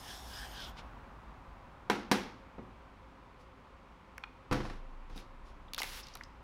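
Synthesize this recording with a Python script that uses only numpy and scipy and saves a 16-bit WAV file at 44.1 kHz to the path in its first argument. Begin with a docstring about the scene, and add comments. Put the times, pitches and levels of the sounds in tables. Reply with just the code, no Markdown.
"""A small room, close to a wooden bench. A small slab is rubbed in slurry on a whetstone for three short
strokes and lifted off; crushed grit excites the hollows beneath it. Two knocks set it down, ringing the
bench's modes. Something heavier follows, rocks to rest and sets the bench swaying. Then come a light
shuffle, a run of small clicks as wet films part, and a short, sputtering hiss."""
import sys
import numpy as np
from scipy import signal
from scipy.io import wavfile
from scipy.ndimage import uniform_filter1d

SR = 44100
rng = np.random.default_rng(int(sys.argv[2]) if len(sys.argv) > 2 else 0)


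def to_wav(sig):
    """Store sig (one row per channel, or 1-D mono) as 16-bit WAV at the path in sys.argv[1].

    Samples outside -1..1 are clipped; the rate is SR.
    """
    pcm = np.clip(np.atleast_2d(sig), -1, 1) * 32767
    pcm = np.round(pcm).astype(np.int16)
    wavfile.write(sys.argv[1], SR, pcm.T)  # frames by channels


N = 283563
T = np.arange(N) / SR

# Spectra of the room's air and of a low rumble. Each row: frequency in Hz, relative density in dB.
AIR_SPECTRUM = [(88, -15.5), (150, -5.5), (221, -6.5), (267, -0.5), (337, -7.5), (401, -5), (477, -15),
                (535, 0), (624, -25.5), (687, -16), (1010, -3.5), (1670, -17.5), (2230, -15.5), (2700, -19),
                (11500, -46.5), (15000, -58)]
RUMBLE_SPECTRUM = [(18, -15), (30, -2.5), (48, 3.5), (62, 4), (75, -7), (100, -5.5), (140, -9.5),
                   (250, -12), (500, -55)]
# The slow ebb of the rumble. Each row: time in seconds, relative level in dB.
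RUMBLE_EBB = [(0, -55.5), (.85, -52), (1.2, -55), (3.5, -60.5), (4.4, -60.5), (6.2, -59)]
# Broad tones in the air. Each row: frequency in Hz, width in Hz, level in dB.
AIR_TONES = [(528, 62, -77.5), (968, 21, -82)]
# Reverberation of the room. Each row: frequency in Hz, time to decay by 60 dB (t60) in seconds.
ROOM_DECAY = [(100, 0.83), (300, 0.56), (1000, 0.49), (3000, 0.48), (5500, 0.46), (8000, 0.34),
              (14000, 0.29)]
# Spectrum of the rubs and of a click's snap. Each row: frequency in Hz, relative density in dB.
HISS_SPECTRUM = [(240, -47), (400, -6), (504, -2), (635, -11), (890, 0), (1050, -4), (1400, -1),
                 (3000, -0.5), (5400, -2), (6600, -8), (8500, -12), (10500, -7.5), (14400, -13.5),
                 (15800, -14)]
# Brief rubs and hisses. Each row: start and end in seconds, level in dB, rise and fall in seconds,
# upper edge in Hz.
RUBS = [(0.757, 0.821, -50.5, 0.035, 0.031, 4870), (3.38, 3.456, -67.5, 0.038, 0.056, 9000),
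        (4.598, 4.807, -59, 0.044, 0.15, 7500), (5.077, 5.271, -61.5, 0.091, 0.063, 5980),
        (5.155, 5.225, -59, 0.0097, 0.032, 14100), (5.436, 5.536, -67.5, 0.03, 0.043, 8050),
        (5.773, 6.026, -48.5, 0.018, 0.028, 17300), (6.004, 6.28, -54, 0.04, 0.41, 6240)]
# Wet slips. Each row: start and length in seconds, level in dB, frequency in Hz.
SQUEAKS = [(5.681, 0.01, -63.5, 3150), (6.026, 0.024, -55.5, 5230), (6.136, 0.0093, -55.5, 5400),
           (6.243, 0.014, -68, 5500)]
# Parting wet films. Each row: start in seconds, level in dB, cavity frequency in Hz, t60 in seconds,
# snap relative to the ring in dB, clarity of pitch from 0 to 1.
WET_CLICKS = [(4.18, -31, 1690, 0.014, -7.5, 0.33), (4.2373, -28, 2444, 0.021, -35, 0.71),
              (4.2373, -36, 3200, 0.012, -35, .5), (4.2373, -34.5, 1350, 0.03, -30, 0.45),
              (4.2375, -38.5, 4250, 0.014, -35, 0.87), (5.1775, -33.5, 3750, .012, -14, 0.7),
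              (5.7346, -26.5, 3540, 0.016, -2, .5), (5.746, -28, 3800, .014, -1, .45),
              (5.763, -41, 3600, .02, -8, 0.3), (5.7799, -28.5, 1490, 0.025, 0, 0.38),
              (5.8015, -29, 790, 0.031, -2, 0.4), (5.8184, -22.5, 2110, 0.025, -2.5, 0.53),
              (5.8321, -27.5, 2190, 0.021, 1.5, 0.5), (5.8323, -34.5, 750, 0.039, -20, .35),
              (5.842, -33.5, 2150, 0.03, -5, 0.5), (6.069, -42, 4650, 0.021, -5, .35),
              (6.085, -42.5, 4200, 0.018, -4, .3), (6.153, -39, 4000, 0.022, 4, .35),
              (6.1546, -38.5, 1200, 0.033, -4, 0.25), (6.171, -43.5, 3400, .016, 0, .35),
              (6.21, -33.5, 1764, 0.025, -22, 0.25), (6.2357, -35.5, 5000, 0.015, -16, 0.63)]
# Pushes that sway the bench. Each row: start in seconds, level in dB, frequency in Hz, t60 in seconds.
PUSHES = [(4.512, -38, 26.9, 4.5), (5.108, -36.5, 30.6, 0.63), (5.85, -40.5, 29.7, 0.85)]
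# Modes of the wooden top with the stone on it, and of the frame below.
# Each row: frequency in Hz, relative level in dB, t60 in seconds.
TOP_MODES = [(176.3, -7.5, 0.3), (207.6, 5.5, 0.21), (259, -2.5, .13), (279.5, 1.5, 0.2), (350.3, -7, 0.45),
             (372, -8, 0.38), (445, -1, 0.15), (489, -6, 0.25), (517, -10.5, 0.42), (734, -2.5, 0.18),
             (826, -4, 0.2), (1005, -5, 0.17), (1070, 1.5, 0.05), (1295, -5, 0.14), (1480, -14, 0.17),
             (1570, -10, 0.21), (2174, -10, 0.22), (2430, -15, 0.2), (1184, -9, 0.14), (3954, -7, 0.15),
             (3970, -10, 0.15)]
FRAME_MODES = [(54.6, -12.5, 0.67), (78.5, -13.5, 0.27), (109.7, -5, 0.58), (132.9, -2, 0.43),
               (226.4, -11.5, 0.34), (311.2, -8, 0.28), (502, -10, 0.22), (1150, -11, 0.16),
               (1330, -9, .15)]
# Spectrum of a blow's clack. Each row: frequency in Hz, relative gain in dB.
CLACK_SPECTRUM = [(110, -37), (190, 5), (320, 2), (460, 2), (620, -2.5), (800, 0), (1500, -2), (2600, -6),
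                  (4000, -9), (5600, -9.5), (7500, -17), (11000, -16.5), (15700, -24)]
# Blows on the bench. Each row: start in seconds, gain in dB, hardness as a cutoff in Hz, weights of top
# and frame in dB, lower edge of the top's ring in Hz, rebound from 0 to 1, first-contact weight in dB.
BLOWS = [(1.8993, -16, 2730, -8.5, -25, 235, 0.26, 15), (2.1145, -15, 6200, -8.5, -23.5, 140, 0.06, 15.5),
         (2.1187, -23.5, 6860, -15, -11, 130, 0, 20), (2.583, -27.5, 330, -10.5, -14, 140, 0, 14.5),
         (4.5127, -25.5, 1900, -5.5, 1.5, 200, 0.13, 15.5), (4.5227, -27.5, 2600, -11, 4, 200, 0, 13),
         (4.5269, -23.5, 3930, -20, 0, 200, 0.02, 16.5), (4.545, -28, 1300, -8, 0, 250, 0, 13),
         (5.0988, -46.5, 2600, -11, -1.5, 130, 0.3, 14), (5.16, -46.5, 598.6, 2, -9, 129.5, 0.2, 10)]
# Resonances of the whetstone on the bench, and of the slab.
# Each row: frequency in Hz, width in Hz, level in dB.
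STONE_MODES = [(57, 16, -55.5), (793, 250, -59.5)]
SLAB_MODES = [(6680, 110, -74), (12070, 200, -71.5), (13380, 160, -76.5)]
# Spectra of the grinding and of its fine fizz. Each row: frequency in Hz, relative density in dB.
GRIND_SPECTRUM = [(200, -17), (400, 5.5), (620, -15), (790, -10), (1200, -15), (2100, -4), (3300, -6),
                  (4300, -3), (5600, -4), (6400, -12), (8000, -19), (15000, -39)]
FIZZ_SPECTRUM = [(3000, -20), (6000, 1), (7500, -1.5), (9600, -0.5), (11000, -1.5), (11600, -5),
                 (14800, -6), (15700, -16)]
# Strokes of the slab, each starting where the last ends. Each row: fastest moment and end in seconds,
# weights of grinding, fizz and rasp in dB, rasp pitch at full speed in Hz, its glide in Hz per second,
# place reached on the stone from -1 to 1.
STROKES = [(0.117, 0.226, -51.5, -57, -58, 1680, -1200, 0.73), (0.41, 0.494, -51, -57, -53, 1640, 100, -.9),
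           (0.627, 0.705, -49.5, -62, -55.5, 1480, -2000, 0.13)]


def amp(db):
    """Amplitude grows tenfold for every 20 dB."""
    return 10 ** (np.asarray(db) / 20)


def unit(x):
    """Normalisation to an rms of 1."""
    return x / np.sqrt(np.mean(x ** 2) + 1e-20)


def read(points, hz):
    """Interpolation on a logarithmic frequency axis."""
    f, value = np.transpose(points)
    return np.interp(np.log(hz + 1), np.log(f + 1), value)


def add(mix, start, sound):
    """Superposition: a sound joins the mix at its start time in seconds."""
    part = mix[max(round(start * SR), 0):][:len(sound)]
    part += sound[:len(part)]


def band(x, hz, kind):
    """A second-order Butterworth filter, low-pass or high-pass."""
    return signal.sosfilt(signal.butter(2, min(hz, .45 * SR), kind, fs=SR, output="sos"), x)


def colour(x, points, tilt_db=0):
    """A minimum-phase filter imposes a spectrum, tilted about 2 kHz by tilt_db per octave."""
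    hz = abs(np.fft.fftfreq(8192, 1 / SR))
    octaves = np.log2(np.maximum(hz, 300) / 2000)
    log_gain = np.log(amp(read(points, hz) + tilt_db * octaves))
    taps = np.fft.ifft(np.exp(np.conj(signal.hilbert(log_gain)))).real
    return signal.oaconvolve(x, taps[:len(taps) // 2])[:len(x)]


def resonate(x, hz, width):
    """Forced resonance: a double pole passes a band about hz, which may vary in time."""
    carrier = np.exp(2j * np.pi * np.cumsum(hz * np.ones(len(x))) / SR)
    pole = np.exp(-np.pi * abs(width) / SR)
    baseband = signal.lfilter([(1 - pole) ** 2], [1, -2 * pole, pole * pole], x / carrier + 1e-18)
    return 2 * (carrier * baseband).real


def ring(modes, t):
    """Free vibration is a sum of exponentially damped sines."""
    return sum(amp(db - 60 * t / t60) * np.sin(2 * np.pi * hz * t) for hz, db, t60 in modes)


def grit(per_s, spread_db):
    """Shot noise: tiny fractures of uneven size occur at random instants."""
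    size = amp(spread_db * np.minimum(rng.exponential(1, N), 4)) * rng.standard_normal(N)
    return unit(size * (rng.random(N) < per_s / SR))


def background(air_db=-60.1):
    """Ambient noise: steady air with two broad tones, over a rumble and distant rush that ebb together."""
    air = amp(air_db) * unit(colour(rng.standard_normal(N), AIR_SPECTRUM))
    tones = sum(amp(db) * unit(resonate(rng.standard_normal(N), hz, width))
                for hz, width, db in AIR_TONES)
    rumble = amp(1) * unit(colour(rng.standard_normal(N), RUMBLE_SPECTRUM))
    rush = amp(-2.7) * unit(resonate(rng.standard_normal(N), hz=900, width=1040))
    ebb = amp(np.interp(T, *np.transpose(RUMBLE_EBB)))
    return air + tones + ebb * (rumble + rush)


def room_tail(build_s=0.016, reflections_per_s=5000):
    """Reverberation: sparse reflections build up quickly and decay soonest in the treble."""
    taps = rng.choice([-1., 1.], SR) * (rng.random(SR) < reflections_per_s / SR)
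    taps *= np.minimum(T[:SR] / build_s, 1) ** 2
    hz, t, spectrum = signal.stft(taps, SR, nperseg=256)
    decay = amp(-60 * t / read(ROOM_DECAY, hz)[:, None])
    tail = signal.istft(spectrum * decay, SR, nperseg=256)[1][:SR]
    return tail / np.linalg.norm(tail)


def rubs():
    """Friction noise: short swells of fine-grained hiss."""
    out = np.zeros(N)
    for start, end, db, rise, fall, top_hz in RUBS:
        swell = np.clip(np.minimum((T - start) / rise, (end - T) / fall), 0, 1)
        hiss = colour(grit(per_s=26000, spread_db=1.7), HISS_SPECTRUM)
        out += amp(db) * swell * unit(band(hiss, top_hz, "low"))
    return out


def squeaks(width_hz=1100):
    """Each tiny wet slip briefly excites a single resonance."""
    out = np.zeros(N)
    for start, length, db, hz in SQUEAKS:
        swell = np.sin(np.pi * np.arange(0, 1, 1 / (length * SR)))
        slip = resonate(rng.standard_normal(len(swell)), hz, width_hz)
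        add(out, start, amp(db) * unit(slip * swell))
    return out


def sputter(start=5.7848, gap_s=0.0049, db=-26.5, step_db=-1.5):
    """A decaying pulse train opens the hiss: four evenly spaced rows of wet clicks."""
    hz, t60, snap_db, clarity = 4400, 0.014, -6, 0.2
    return [(start + k * gap_s, db + k * step_db, hz, t60, snap_db, clarity) for k in range(4)]


def wet_clicks(snap_t60=0.0055, rise_s=0.00028):
    """Cavity resonance: a wet film parts with a bright snap and a small cavity rings roughly."""
    out, t = np.zeros(N), T[:SR // 10]
    for start, db, hz, t60, snap_db, clarity in WET_CLICKS + sputter():
        cavity_noise, snap_noise = rng.standard_normal((2, len(t)))
        fade, snap_fade = amp(-60 * t / t60), amp(-60 * t / snap_t60)
        pure = np.sin(2 * np.pi * hz * t) * fade
        rough = unit(resonate(cavity_noise, hz, width=0.86 * hz) * fade) * fade.std()
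        cavity = band(clarity * pure + (1 - clarity) * rough, 0.4 * hz, "high")
        cavity = band(band(cavity, 1.66 * hz, "low"), 1.66 * hz, "low")
        bright = colour(snap_noise, HISS_SPECTRUM, tilt_db=2)
        snap = amp(snap_db) * unit(bright * snap_fade) * snap_fade.std()
        add(out, start, amp(db) * (cavity + snap) * (1 - np.exp(-t / rise_s)))
    return out


def bench_sway(rise_s=0.046):
    """Damped oscillation: the whole bench rocks at a low frequency after a push."""
    out = np.zeros(N)
    for start, db, hz, t60 in PUSHES:
        add(out, start, ring([(hz, db, t60)], T) * (1 - np.exp(-T / rise_s)))
    return out


def rocking(start=4.556, gap_s=0.048, shrink=0.99, db=-29, step_db=-1.7):
    """Dissipation: a heavy thing rocks to rest in four ever quicker, weaker blows."""
    gaps = gap_s * shrink ** np.arange(4)
    contact = (1550, -10.5, -6, 200, 0, 0)  # as in BLOWS, from hardness onward
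    return [(start + gaps[:k].sum(), db + k * step_db, *contact) for k in range(4)]


def knocks(clack_t60=0.068, rebound_s=0.00155, rebound_edge_hz=1300):
    """Impact excites the bench's modes and a clack that fills the room; soft contact dulls them all."""
    out, t = np.zeros(N), T[:SR]
    top, frame = amp(-8) * ring(TOP_MODES, t), amp(-7) * ring(FRAME_MODES, t)
    for start, db, hard_hz, top_db, frame_db, low_hz, rebound, contact_db in BLOWS + rocking():
        scatter = rng.standard_normal(SR) * amp(-60 * t / clack_t60) + amp(18) * room_tail()
        scatter[0] = amp(contact_db)
        clack = amp(4) * colour(scatter, CLACK_SPECTRUM)
        body = amp(top_db) * band(top, low_hz, "high") + clack + amp(frame_db) * frame
        pole = np.exp(-2 * np.pi * hard_hz / SR)
        softened = signal.lfilter([1 - pole], [1, -pole], body)
        blow = amp(db) * band(softened, 7 * hard_hz, "low")
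        add(out, start, blow)
        # landing on one edge, a slab kicks back a moment later, more dully
        add(out, start + rebound_s, -rebound * band(blow, rebound_edge_hz, "low"))
    return out


def slab_motion(surge=1.25):
    """Reciprocating motion: the current stroke, the speed from 0 to 1 and the place on the stone."""
    fastest, end, *_, reached = np.transpose(STROKES)
    turns = np.append(0, end)
    stroke = np.minimum(np.searchsorted(end, T), len(end) - 1)
    speeding = (T - turns[stroke]) / (fastest - turns[:-1])[stroke]
    slowing = (end[stroke] - T) / (end - fastest)[stroke]
    speed = np.sin(np.pi / 2 * np.clip(np.minimum(speeding, slowing), 0, 1)) ** surge
    return stroke, speed, np.interp(T, turns, np.append(0, reached))


def flicker(x, depth_db, patch_bins=4, patch_frames=18):
    """Random modulation: patches of the spectrum swell and sink. Only the first second is kept."""
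    spectrum = signal.stft(x[:SR], nperseg=512, noverlap=384)[2]
    patches = uniform_filter1d(rng.standard_normal(spectrum.shape), patch_bins, axis=0)
    patches = unit(uniform_filter1d(patches, patch_frames, axis=1))
    modulated = signal.istft(spectrum * amp(depth_db * patches), nperseg=512, noverlap=384)[1]
    return np.pad(unit(modulated[:SR]), (0, N - SR))


def wandering(hz, share=0.013, drift_s=0.044):
    """Frequency modulation: the film of slurry is uneven, so a hollow's pitch drifts."""
    drift = unit(uniform_filter1d(rng.standard_normal(N), round(drift_s * SR)))
    return hz * (1 + share * drift)


def hollows(stroke, speed, place, grind_db, fizz_db, rasp_db):
    """Cavity resonance: grit excites the hollows under the slab, whose pitches shift as it travels."""
    fastest, end, *_, pitch_hz, glide, _ = np.transpose(STROKES)
    rasp_hz = pitch_hz[stroke] + glide[stroke] * (np.minimum(T, end[-1]) - fastest[stroke])
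    rasp_hz *= 1 + 0.04 * (1 - speed)  # the rasp rises at a turn
    push_db = grind_db - grind_db.max()
    # Each row: level in dB, frequency in Hz, width in Hz.
    resonances = [(-53.5 + 5.5 * push_db, 3950, 800),  # opens only on the hardest push
                  (rasp_db + 1, rasp_hz, 290),
                  (grind_db - 0.3 + push_db, 3280 * (1 + 0.06 * place), 800),
                  (fizz_db + 2 - 7 * (1 - speed), 5200 * (1 + 0.062 * place), 680)]
    out = np.zeros(N)
    for db, hz, width in resonances:
        hollow = resonate(grit(per_s=9000, spread_db=-2), wandering(hz), width)
        out += amp(db) * flicker(hollow, depth_db=2.2)
    return out


def grinding(lift_s=0.728, slab_fade_s=0.037, stone_fade_s=0.1):
    """Abrasion: grit is crushed under the slab, louder with speed; hollows, stone and slab resonate."""
    fastest, _, grind, fizz, rasp, *_ = np.transpose(STROKES)
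    stroke, speed, place = slab_motion()
    # each layer sinks where the slab turns round
    grind_db = np.interp(T, fastest, grind) - 5 * (1 - speed)
    fizz_db = np.interp(T, fastest, fizz) - 4 * (1 - speed)
    rasp_db = np.interp(T, fastest, rasp) - 13.5 * (1 - speed)
    out = hollows(stroke, speed, place, grind_db, fizz_db, rasp_db)
    coarse = resonate(grit(per_s=900, spread_db=1.5), hz=5000, width=1500)
    out += amp(grind_db - 12) * speed * unit(coarse)  # coarse grains crack at speed
    broad = colour(grit(per_s=18000, spread_db=-0.5), GRIND_SPECTRUM)
    out += amp(grind_db - 6) * flicker(broad, depth_db=2.2)
    stone = sum(amp(db) * unit(resonate(grit(per_s=5000, spread_db=-3), hz, width))
                for hz, width, db in STONE_MODES)
    fine = grit(per_s=24000, spread_db=0)
    out += amp(fizz_db - 1) * flicker(colour(fine, FIZZ_SPECTRUM), depth_db=2.6)
    out += sum(amp(db) * flicker(resonate(fine, hz, width), depth_db=2.6) for hz, width, db in SLAB_MODES)
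    face_contact = np.clip((lift_s - T) / slab_fade_s, 0, 1)
    edge_contact = np.clip(1 + (lift_s - T) / stone_fade_s, 0, 1)  # one edge drags a moment longer
    return out * face_contact + stone * edge_contact


def scene(near_room_db=-17):
    """Direct sound dominates near a source, so the small sounds stay nearly dry beside the knocks."""
    near = grinding() + wet_clicks() + squeaks() + rubs()
    reverberation = amp(near_room_db) * signal.fftconvolve(near, room_tail())[:N]
    return (knocks() + near + reverberation + bench_sway() + background())[None]


def record(dry, edge_hz=15950):
    """Band limiting: a steep linear-phase low-pass removes the highest treble."""
    taps = signal.firwin(511, edge_hz, window=("kaiser", 9), fs=SR)
    return signal.oaconvolve(dry, taps[None], "same")


dry = scene()
out = record(dry)
to_wav(out)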